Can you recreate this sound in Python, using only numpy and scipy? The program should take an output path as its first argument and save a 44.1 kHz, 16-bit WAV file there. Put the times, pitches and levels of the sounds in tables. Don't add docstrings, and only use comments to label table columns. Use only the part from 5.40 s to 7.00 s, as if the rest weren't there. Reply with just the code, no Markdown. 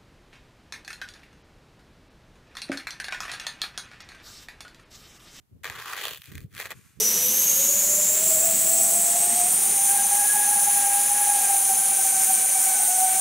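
import sys
import numpy as np
from scipy import signal
from scipy.fft import rfft, irfft
from scipy.io import wavfile

SR = 44100
rng = np.random.default_rng(int(sys.argv[2]) if len(sys.argv) > 2 else 0)


def file_out(sig):
    cols = np.atleast_2d(sig).T
    lim = np.clip(cols, -1, 1)
    pcm = np.round(lim * 32767).astype(np.int16)
    wavfile.write(sys.argv[1], SR, pcm)


def nominal_scale(level):
    x = np.asarray(level, float) / 20
    return 10 ** x


N = 70560


def rms_one(x):
    return x / np.sqrt(np.mean(x ** 2) + 1e-20)


def in_time(rows, outside=None):
    time_s, *columns = np.transpose(rows)
    t = np.arange(N) / SR
    return [np.interp(t, time_s, column, left=outside, right=outside) for column in columns]


def drift(hz):
    r = np.exp(-2 * np.pi * hz / SR)
    wander = signal.lfilter([1], [1, -2 * r, r * r], rng.standard_normal(N + SR))
    return rms_one(wander[SR:])


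def coloured(points, channels):
    freq_hz, density_db = np.transpose(points)
    bins_hz = np.arange(N // 2 + 1) * SR / N
    gain = nominal_scale(np.interp(np.log(bins_hz + 1), np.log(freq_hz), density_db))
    return rms_one(irfft(rfft(rng.standard_normal((channels, N))) * gain, N))


def resonance(x, hz, width_hz):
    r = np.exp(-np.pi * width_hz / SR)
    poles = [1, -2 * r * np.cos(2 * np.pi * hz / SR), r * r]
    return signal.lfilter([(1 - r * r) / 2, 0, (r * r - 1) / 2], poles, x + 1e-18)


def bursts(per_s, spread_db):
    size = nominal_scale(spread_db * np.minimum(rng.exponential(1, N), 3.5))
    sign = rng.choice([-1, 1], N)
    return rms_one(size * sign * (rng.random(N) < per_s / SR))


# freq_hz, density_db (relative)
HISS_SPECTRUM = [(300, -50), (600, -15.5), (5400, -26.5), (16000, -23)]


def hiss():
    return nominal_scale(-74) * coloured(HISS_SPECTRUM, channels=2)


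# time_s, level_db (before the low cut)
GUSTS = [(0, -63), (.09, -65.5), (.13, -48.5), (.2, -57.5), (.3, -49), (.5, -63.5), (.72, -51.5),
         (.84, -64.5), (.885, -48.5), (.97, -38.5), (1.08, -46.5), (1.4, -55.5), (1.55, -62.5), (1.6, -45)]
# freq_hz, density_db (relative)
WIND_SPECTRUM = [(15, -37), (40, -6), (85, -2.5), (130, -3.5), (240, -16.5), (420, -22.5), (700, -42.5),
                 (1200, -81)]
WIND_LUMP_DB, WIND_LUMP_HZ = 5, 23.1
WIND_SHARED = 0.04
WIND_PAN_DB, WIND_LOW_CUT_HZ = -2, 70


def wind():
    level_db, = in_time(GUSTS)
    own = coloured(WIND_SPECTRUM, channels=3)
    lumps = np.array([drift(WIND_LUMP_HZ), drift(WIND_LUMP_HZ)])
    mix = np.sqrt(1 - WIND_SHARED) * own[:2] + np.sqrt(WIND_SHARED) * own[2]
    gusts = rms_one(mix * nominal_scale(WIND_LUMP_DB * lumps))
    gusts = gusts * nominal_scale(level_db + np.outer([.5, -.5], WIND_PAN_DB))
    low_cut = signal.butter(2, WIND_LOW_CUT_HZ, "high", fs=SR, output="sos")
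    return signal.sosfilt(low_cut, gusts)


BUFFET_S, BUFFET_DB, BUFFET_HZ, BUFFET_SIGMA_S = 1.05, -32.5, 131, 0.0043


def buffet():
    t = np.arange(N) / SR - BUFFET_S
    swell = np.exp(-.5 * (t / BUFFET_SIGMA_S) ** 2)
    return nominal_scale(BUFFET_DB) * swell * np.sin(2 * np.pi * BUFFET_HZ * t)


PORT_SPREAD = 0.4
# time_s, level_db
SLIDE_LEVEL = [(1.3, -71), (1.36, -58), (1.47, -60.5), (1.54, -64.5), (1.6, -68)]
# freq_hz, width_hz, level_db (relative)
SLIDE_RINGS = [(1320, 1170, 4), (2390, 1440, 0.5), (6100, 10500, 1), (14300, 2800, -7.5)]


def slide():
    mid, side = rng.standard_normal((2, N))
    rub = mid + PORT_SPREAD * np.outer([1, -1], side)
    rings = 0
    for k, (hz, width_hz, level_db) in enumerate(SLIDE_RINGS):
        ring = resonance(resonance(rub, hz, width_hz), hz, width_hz)
        rings = rings + (-1) ** k * nominal_scale(level_db) * ring
    level_db = in_time(SLIDE_LEVEL, outside=-120)[0]
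    uneven_db = 0.83 * drift(33)
    return nominal_scale(level_db + uneven_db) * rms_one(rings)


# start_s, level_db (relative, before trim)
BIG_TEARS = [(0.2359, -31), (0.243, -17.5), (0.2528, -17), (.276, -23), (.2981, -15.5), (0.3146, -20.5),
             (0.3579, -24.5), (.457, -21), (0.4796, -20.5), (0.513, -23.5), (0.5314, -16.5),
             (0.5329, -19.5), (0.5467, -30.5), (0.5648, -23.5), (0.5794, -22), (0.6139, -18),
             (0.6377, -20.5), (.6527, -13), (0.6696, -19), (0.6809, -17.5), (0.7078, -22.5), (.7261, -31),
             (.7341, -24), (0.7458, -25.5), (.758, -33), (0.773, -30), (0.7797, -37), (0.8182, -33.5),
             (0.8406, -37), (.8565, -34), (0.9212, -34.5), (0.9531, -27.5), (.9789, -27.5), (1.004, -39),
             (1.1492, -30), (1.1661, -27), (1.199, -18), (1.2111, -20.5), (1.2259, -40), (1.2548, -22),
             (1.2591, -22.5), (1.2695, -31.5), (1.3049, -21), (1.3128, -30.5), (1.3171, -22.5),
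             (1.3263, -29)]
TEAR_TRIM_DB, TEAR_CELLS_PER_S = -1.5, 9500
TEAR_RISE_S, TEAR_DECAY_S = .0009, 0.0013


def tears():
    flurries, snaps = np.zeros(N + SR), np.zeros(N + SR)
    flurry = np.pad(bursts(TEAR_CELLS_PER_S, 1.0), (0, SR))
    age = np.arange(SR // 20) / SR - TEAR_RISE_S
    shape = np.where(age < 0, 1 + age / TEAR_RISE_S, np.exp(-age / TEAR_DECAY_S))
    for start_s, level_db in BIG_TEARS:
        i = int(start_s * SR)
        gain = nominal_scale(level_db + TEAR_TRIM_DB)
        flurries[i:i + len(age)] += gain * flurry[i:i + len(age)] * shape * 0.2
        snaps[i + np.argmax(age > 0)] = gain * 1.58
    return flurries[:N], snaps[:N]


# time_s, level_db (relative, before trim), tilt_db_per_octave
CUTTING = [(.233, -51, 2), (.246, -41, -1.5), (.336, -42.5, -1.6), (.431, -41.5, -0.8), (.491, -36.5, -1.1),
           (.611, -36, -0.4), (.681, -38.5, 1), (.741, -47, 2), (.801, -64, 4), (.881, -54, 2),
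           (.971, -58.5, 1.5), (1.031, -65.5, 4), (1.086, -89.5, 4.8), (1.126, -63, 2.2),
           (1.171, -47.5, 0.9), (1.206, -38, 1.17), (1.281, -52.5, 0.7), (1.316, -40.5, 0.1),
           (1.346, -62, -1.5)]
CUT_TRIM_DB, CELLS_PER_S, CELL_SPREAD_DB = -1.5, 2200, 3.5
CLUMP_DB, CLUMP_HZ = 2, 120


def cells():
    level_db, _ = in_time(CUTTING)
    cutting, = in_time([(CUTTING[0][0], 1), (CUTTING[-1][0], 1)], outside=0)
    clicks = bursts(CELLS_PER_S, CELL_SPREAD_DB) * nominal_scale(CLUMP_DB * drift(CLUMP_HZ))
    return clicks * nominal_scale(level_db + CUT_TRIM_DB) * cutting


# freq_hz, width_hz, level_db (relative)
FOAM_RINGS = [(422, 160, -12.5), (809, 260, -5.5), (1150, 334, -1.5), (1820, 415, 0), (2500, 297, -1.5),
              (3236, 544, -3.5), (4490, 560, -4), (5200, 2500, -8.5), (7610, 1900, -9),
              (10780, 2130, -11.5), (13030, 750, -7), (15400, 1300, -10)]
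# time_s, freq_hz
FOCUS_PATH = [(.25, 1760), (.3, 1570), (.52, 1080), (.64, 3060), (.78, 2960), (.92, 1890)]
# time_s, gain_db
LOW_GAIN = [(.231, 4.5), (.501, 0), (.751, 13), (.821, -1), (1.151, -18), (1.191, 10.5)]
FOCUS_DB, FOCUS_SIGMA_OCTAVES = 6, .35
TILT_PIVOT_HZ, LOWS_BELOW_HZ = 1920, 725
PATCH_DB, PATCH_HZ = 1, 25.8
CLICK_COLOUR_DB = 2
SPREAD_FULL_HZ = 3300
CRACK_DB, CRACK_ABOVE_HZ = -19, 1200


def foam():
    _, tilt_db = in_time(CUTTING)
    focus_hz, = in_time(FOCUS_PATH)
    cell_clicks = cells()
    flurries, snaps = tears()
    crack_filter = signal.butter(2, CRACK_ABOVE_HZ, "high", fs=SR, output="sos")
    out = nominal_scale(CRACK_DB) * signal.sosfilt(crack_filter, snaps + flurries)
    for k, (hz, width_hz, level_db) in enumerate(FOAM_RINGS):
        off_focus = np.log2(hz / focus_hz) / FOCUS_SIGMA_OCTAVES
        colour_db = tilt_db * np.log2(hz / TILT_PIVOT_HZ) + FOCUS_DB * np.exp(-.5 * off_focus ** 2)
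        clicks = cell_clicks * nominal_scale(PATCH_DB * drift(PATCH_HZ)) + flurries + snaps
        clicks = clicks * nominal_scale(colour_db + CLICK_COLOUR_DB * rng.standard_normal(N))
        spread = PORT_SPREAD * min(hz / SPREAD_FULL_HZ, 1)
        lean = np.outer([1, -1], spread * rng.standard_normal(N))
        out = out + (-1) ** k * nominal_scale(level_db) * resonance(clicks * (1 + lean), hz, width_hz)
    low, high = [np.tile(signal.butter(2, LOWS_BELOW_HZ, side, fs=SR, output="sos"), (2, 1))
                 for side in ("low", "high")]
    lows = nominal_scale(in_time(LOW_GAIN)[0]) * signal.sosfilt(low, out)
    return nominal_scale(10) * (signal.sosfilt(high, out) + lows)


LEFT_LEAD_S, SIDE_DB = 1.3e-5, 0.23
SCATTER_DB, SCATTER_T60_S = -14, .025


def place(x):
    bins_hz = np.arange(N // 2 + 1) * SR / N
    lagged = irfft(rfft(x[1]) * np.exp(-2j * np.pi * bins_hz * LEFT_LEAD_S), N)
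    direct = np.array([nominal_scale(SIDE_DB) * x[0], nominal_scale(-SIDE_DB) * lagged])
    t = np.arange(SR // 10) / SR
    scatter = rng.standard_normal(len(t)) * nominal_scale(-60 * t / SCATTER_T60_S)
    scatter = scatter[None] / np.linalg.norm(scatter)
    return direct + nominal_scale(SCATTER_DB) * signal.fftconvolve(direct, scatter, axes=1)[:, :N]


def scene():
    return place(foam() + slide()) + wind() + buffet()


def roll_off(x):
    return signal.sosfilt(signal.butter(12, 16540, fs=SR, output="sos"), x)


def record(dry):
    top_cut = signal.cheby2(16, 60, 16150, fs=SR, output="sos")
    mix = signal.sosfilt(top_cut, dry + hiss())
    return roll_off(mix)


dry = scene()
out = record(dry)
file_out(out)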